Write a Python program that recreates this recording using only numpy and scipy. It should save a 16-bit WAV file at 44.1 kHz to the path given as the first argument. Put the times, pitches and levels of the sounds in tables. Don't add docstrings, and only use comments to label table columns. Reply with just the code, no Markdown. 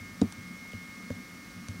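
import sys
import numpy as np
from scipy import signal
from scipy.fft import rfft, irfft
from scipy.io import wavfile

SR = 44100
rng = np.random.default_rng(int(sys.argv[2]) if len(sys.argv) > 2 else 0)


def gain_from_db(level_db):
    decades = np.asarray(level_db, float) / 20
    return 10 ** decades


def unload_wav(signal):
    wavfile.write(
        sys.argv[1],
        SR,
        np.round(np.clip(np.atleast_2d(signal).T, -1, 1) * 32767).astype(np.int16),
    )


N = 79380

MOTOR_ORDERS = [-58, -80, -74, -79, -80, -74, -73, -66, -64, -63, -67, -90, -68, -75, -86, -74, -79, -76,
                -87, -76, -90, -90, -88, -74, -81, -78, -80, -75, -87, -74, -70, -77, -73, -76, -86, -83]
CROSSTALK = [-76, -84, -86, -79, -76, -88, -83, -86, -77, -87, -80, -86, -78, -85, -79, -85, -82, -86, -78,
             -86, -90, -87, -80, -89]
# time_s, pitch_hz (unused), level_db
WHINE_LEVEL = [
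    (0.0, 2161, -48),
    (0.084, 2156, -49.5),
    (0.24, 2156, -63.5),
    (0.25, 2157, -58),
    (0.386, 2156, -51),
    (0.7, 2157, -48),
    (1.658, 2156, -55.5),
    (1.8, 2154, -52.5),
]
# pitch_hz, level_db, width_hz
GEAR_TONES = [(1124, -67, 6), (1228, -63, 9), (1298, -70, 6), (2120, -68, 12), (2460, -76, 6),
              (4387, -78, 8), (6180, -77, 10), (15735, -81, 1.5)]
# centre_hz, width_hz, level_db
RUMBLE_MODES = [(45, 22, -63), (92, 23, -63), (129.6, 107, -59), (183, 33.4, -53), (231.4, 43, -53.5),
                (269.6, 44, -58.5), (450, 320, -65.5)]
# freq_hz, density_db (per Hz)
HISS_SHAPE = [(500, -4), (820, -4.5), (1200, -1), (3200, -6), (4500, -4.5), (6200, -7), (7000, -9.5),
              (15500, -19)]
# pitch_hz, t60_s, lag_ms, rise_ms
BUMP_MODES = [(98, .17, 5.5, 3.2), (208, .15, 1., 4.), (240, .13, 3.3, 2.5), (500, .014, .6, .3)]
# start_s, low_mode_db, second_db, third_db, upper_db (peaks)
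BUMPS = [
    (.001, -36.5, -57, -47, -42),
    (0.111, -44, -48, -50, -58),
    (.374, -37, -56, -39, -60),
    (0.502, -63, -47, -39, -61),
    (0.7337, -32.5, -38.5, -38.5, -33.5),
    (1.158, -65, -49, -37, -64),
    (1.557, -40, -67, -40, -55),
    (1.683, -27.5, -49, -37, -45),
    (1.743, -44, -56, -40, -43),
]
# pitch_hz, peak_db, t60_s, lag_ms, rise_ms
HARD_MODES = [(96, -23, .16, 5.47, 1.), (208, -3.3, .072, .82, 10.), (232, -9.5, .083, 4.75, 2.2),
              (266, 0, .047, .71, 10.), (336, -14, .042, 3.23, 10.), (454, -22, .05, 1.54, .7),
              (715, -19, .022, 1.32, 2.4), (895, -20, .018, 1.3, 4.2), (150, -30, .12, 5., 4.),
              (1180, -32, .016, 2.2, .8)]
# pitch_hz, peak_db, t60_s, lag_ms, rise_ms
LIGHT_MODES = [(98, -30, .162, 3.33, 1.), (181, -31, .113, 1.35, 10.), (249, -24.5, .074, -.29, 1.7),
               (490, -32, .041, .49, .8), (556, -21, .025, .75, 5.4), (1012, -35, .015, -.44, .8),
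               (1650, -34, .009, .3, .2)]
# start_s, peak_db, decay_ms, ring_hz, ring_db (against the snap)
TICK_EVENTS = [
    (.2148, -33, 1.3, 5600, 0),
    (.2158, -39, 1.2, 3850, 10),
    (.2163, -40, 1., 7000, 9),
    (.3237, -31, 1.8, 6000, -10),
    (.7193, -41, 1.2, 3400, -2),
    (.7330, -45, 1.8, 2950, 6),
    (1.1037, -40, 1., 6050, -2),
    (1.6848, -32, 1.5, 5900, -5),
    (1.6850, -46, 1., 4600, 6),
    (1.716, -47, 1.2, 6200, -6),
]

HARD_S, LIGHT_S = .2155, 1.1035


def curve(points, x, col=1):
    p = np.array(points, float)
    return np.interp(x, p[:, 0], p[:, col])


def unit(x):
    return x / np.sqrt(np.mean(x ** 2))


def noise():
    return rng.standard_normal(N)


def band(x, hz, width_hz):
    return signal.lfilter(*signal.iirpeak(hz, hz / width_hz, fs=SR), x)


def resonance(hz, width_hz):
    return unit(band(band(noise(), hz, width_hz), hz, 2 * width_hz))


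def coloured(gain):
    return unit(irfft(rfft(noise()) * gain, N))


def walk(rate_hz):
    low_pass = signal.butter(2, rate_hz, fs=SR, output="sos")
    drift = signal.sosfiltfilt(low_pass, rng.standard_normal(N + SR))
    return unit(drift[SR // 2:SR // 2 + N])


def motor(t):
    drum_hz, wobble_rad, wobble_hz = 179.82, .055, 9.
    order_flicker_db, order_spread_rad = 1.2, .2527
    turn = 2 * np.pi * drum_hz * t
    phase = turn + wobble_rad * walk(wobble_hz)
    tones = np.zeros(N)
    for k, db in enumerate(MOTOR_ORDERS):
        level = gain_from_db(db + order_flicker_db * walk(5.1))
        tones += level * np.cos((k + 1) * phase + order_spread_rad * k ** 1.5)
    starts_rad = rng.uniform(0, 2 * np.pi, size=len(CROSSTALK))
    for k, db in enumerate(CROSSTALK):
        tones += gain_from_db(db) * np.cos((40 + 2 * k) * turn + starts_rad[k])
    return np.sqrt(2) * tones + whine(t, phase), phase


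def whine(t, phase):
    skirt_db, skirt_hz, skirt_width_hz = -18, 2177, 75.5
    tone = np.sqrt(2) * np.cos(12 * phase)
    skirt = gain_from_db(skirt_db) * unit(band(noise(), skirt_hz, skirt_width_hz))
    return gain_from_db(curve(WHINE_LEVEL, t, col=2)) * (tone + skirt)


def gears():
    out = np.zeros(N)
    for hz, db, width_hz in GEAR_TONES:
        level = np.sqrt(2) * gain_from_db(db + 1.9 * walk(24))
        pitch_hz = hz + width_hz / 2 * walk(6.44)
        out += level * np.cos(2 * np.pi * np.cumsum(pitch_hz) / SR)
    return out


def rumble():
    swell_db, flicker_db = .5 * walk(2), .8
    out = np.zeros(N)
    for hz, width_hz, db in RUMBLE_MODES:
        out += gain_from_db(db + swell_db + flicker_db * walk(26)) * resonance(hz, width_hz)
    return out


def hiss(phase):
    level_db, flicker_db, gate = -54.5, .25, .22
    log_hz = np.log(np.fft.rfftfreq(N, 1 / SR) + 1)
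    shape_hz, shape_db = np.transpose(HISS_SHAPE)
    steady = coloured(gain_from_db(np.interp(log_hz, np.log(shape_hz), shape_db)))
    return gain_from_db(level_db + flicker_db * walk(21)) * steady * (1 + gate * np.cos(phase))


def ring(t, start_s, hz, db, t60_s, lag_ms, rise_ms):
    u = np.maximum(t - start_s - lag_ms / 1000, 0)
    rise = 1 - np.exp(-u * 1000 / rise_ms)
    decay = np.exp(-u * np.log(1000) / t60_s)
    return -gain_from_db(db) * rise * decay * np.sin(2 * np.pi * hz * u)


def knocks(t):
    out = np.zeros(N)
    for start_s, *levels_db in BUMPS:
        for db, (hz, *shape) in zip(levels_db, BUMP_MODES):
            out += ring(t, start_s, hz, db, *shape)
    for start_s, modes in ((HARD_S, HARD_MODES), (LIGHT_S, LIGHT_MODES)):
        for mode in modes:
            out += ring(t, start_s, *mode)
    return out


def ticks(t):
    tilt_db, top_hz = -4, 11000
    rise_ms, tail_db, tail_ms, ring_stretch = .2, -26, 12, 1.5
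    hz = np.fft.rfftfreq(N, 1 / SR)
    tilt = gain_from_db(tilt_db * np.log2(np.maximum(hz, 4000) / 4000))
    grit = coloured(tilt * (hz > 400) / (1 + (hz / top_hz) ** 20))
    out = np.zeros(N)
    for start_s, db, decay_ms, ring_hz, ring_db in TICK_EVENTS:
        u_ms = np.maximum(t - start_s, 0) * 1000
        fall = np.exp(-u_ms / decay_ms) + gain_from_db(tail_db) * np.exp(-u_ms / tail_ms)
        env = (1 - np.exp(-u_ms / rise_ms)) * fall
        snap = env * grit
        ring_env = env ** (1 / ring_stretch) * np.exp(-u_ms / 4)
        shell = gain_from_db(ring_db) * ring_env * np.sin(2 * np.pi * ring_hz * (t - start_s))
        out += gain_from_db(db) * (snap / np.abs(snap).max() + shell)
    return out


def shudder(t):
    level_db, centre_hz, width_hz, rise_s, t60_s = -36, 298, 265, .004, .19
    u = np.maximum(t - HARD_S, 0)
    env = (1 - np.exp(-u / rise_s)) * np.exp(-u * np.log(1000) / t60_s)
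    return gain_from_db(level_db) * env * resonance(centre_hz, width_hz)


def scene():
    t = np.arange(N) / SR
    drum, phase = motor(t)
    mix = drum + gears() + rumble() + hiss(phase) + knocks(t) + ticks(t) + shudder(t)
    return mix[None]


def top_cut(x):
    return signal.sosfilt(signal.butter(12, 16130, fs=SR, output="sos"), x)


def record(dry):
    low_cut_hz, top_hz = 55, 15810
    microphone = signal.butter(2, low_cut_hz, "high", fs=SR, output="sos")
    tape = signal.ellip(10, .3, 60, top_hz, fs=SR, output="sos")
    mix = signal.sosfilt(tape, signal.sosfilt(microphone, dry))
    return top_cut(mix)


dry = scene()
out = record(dry)
unload_wav(out)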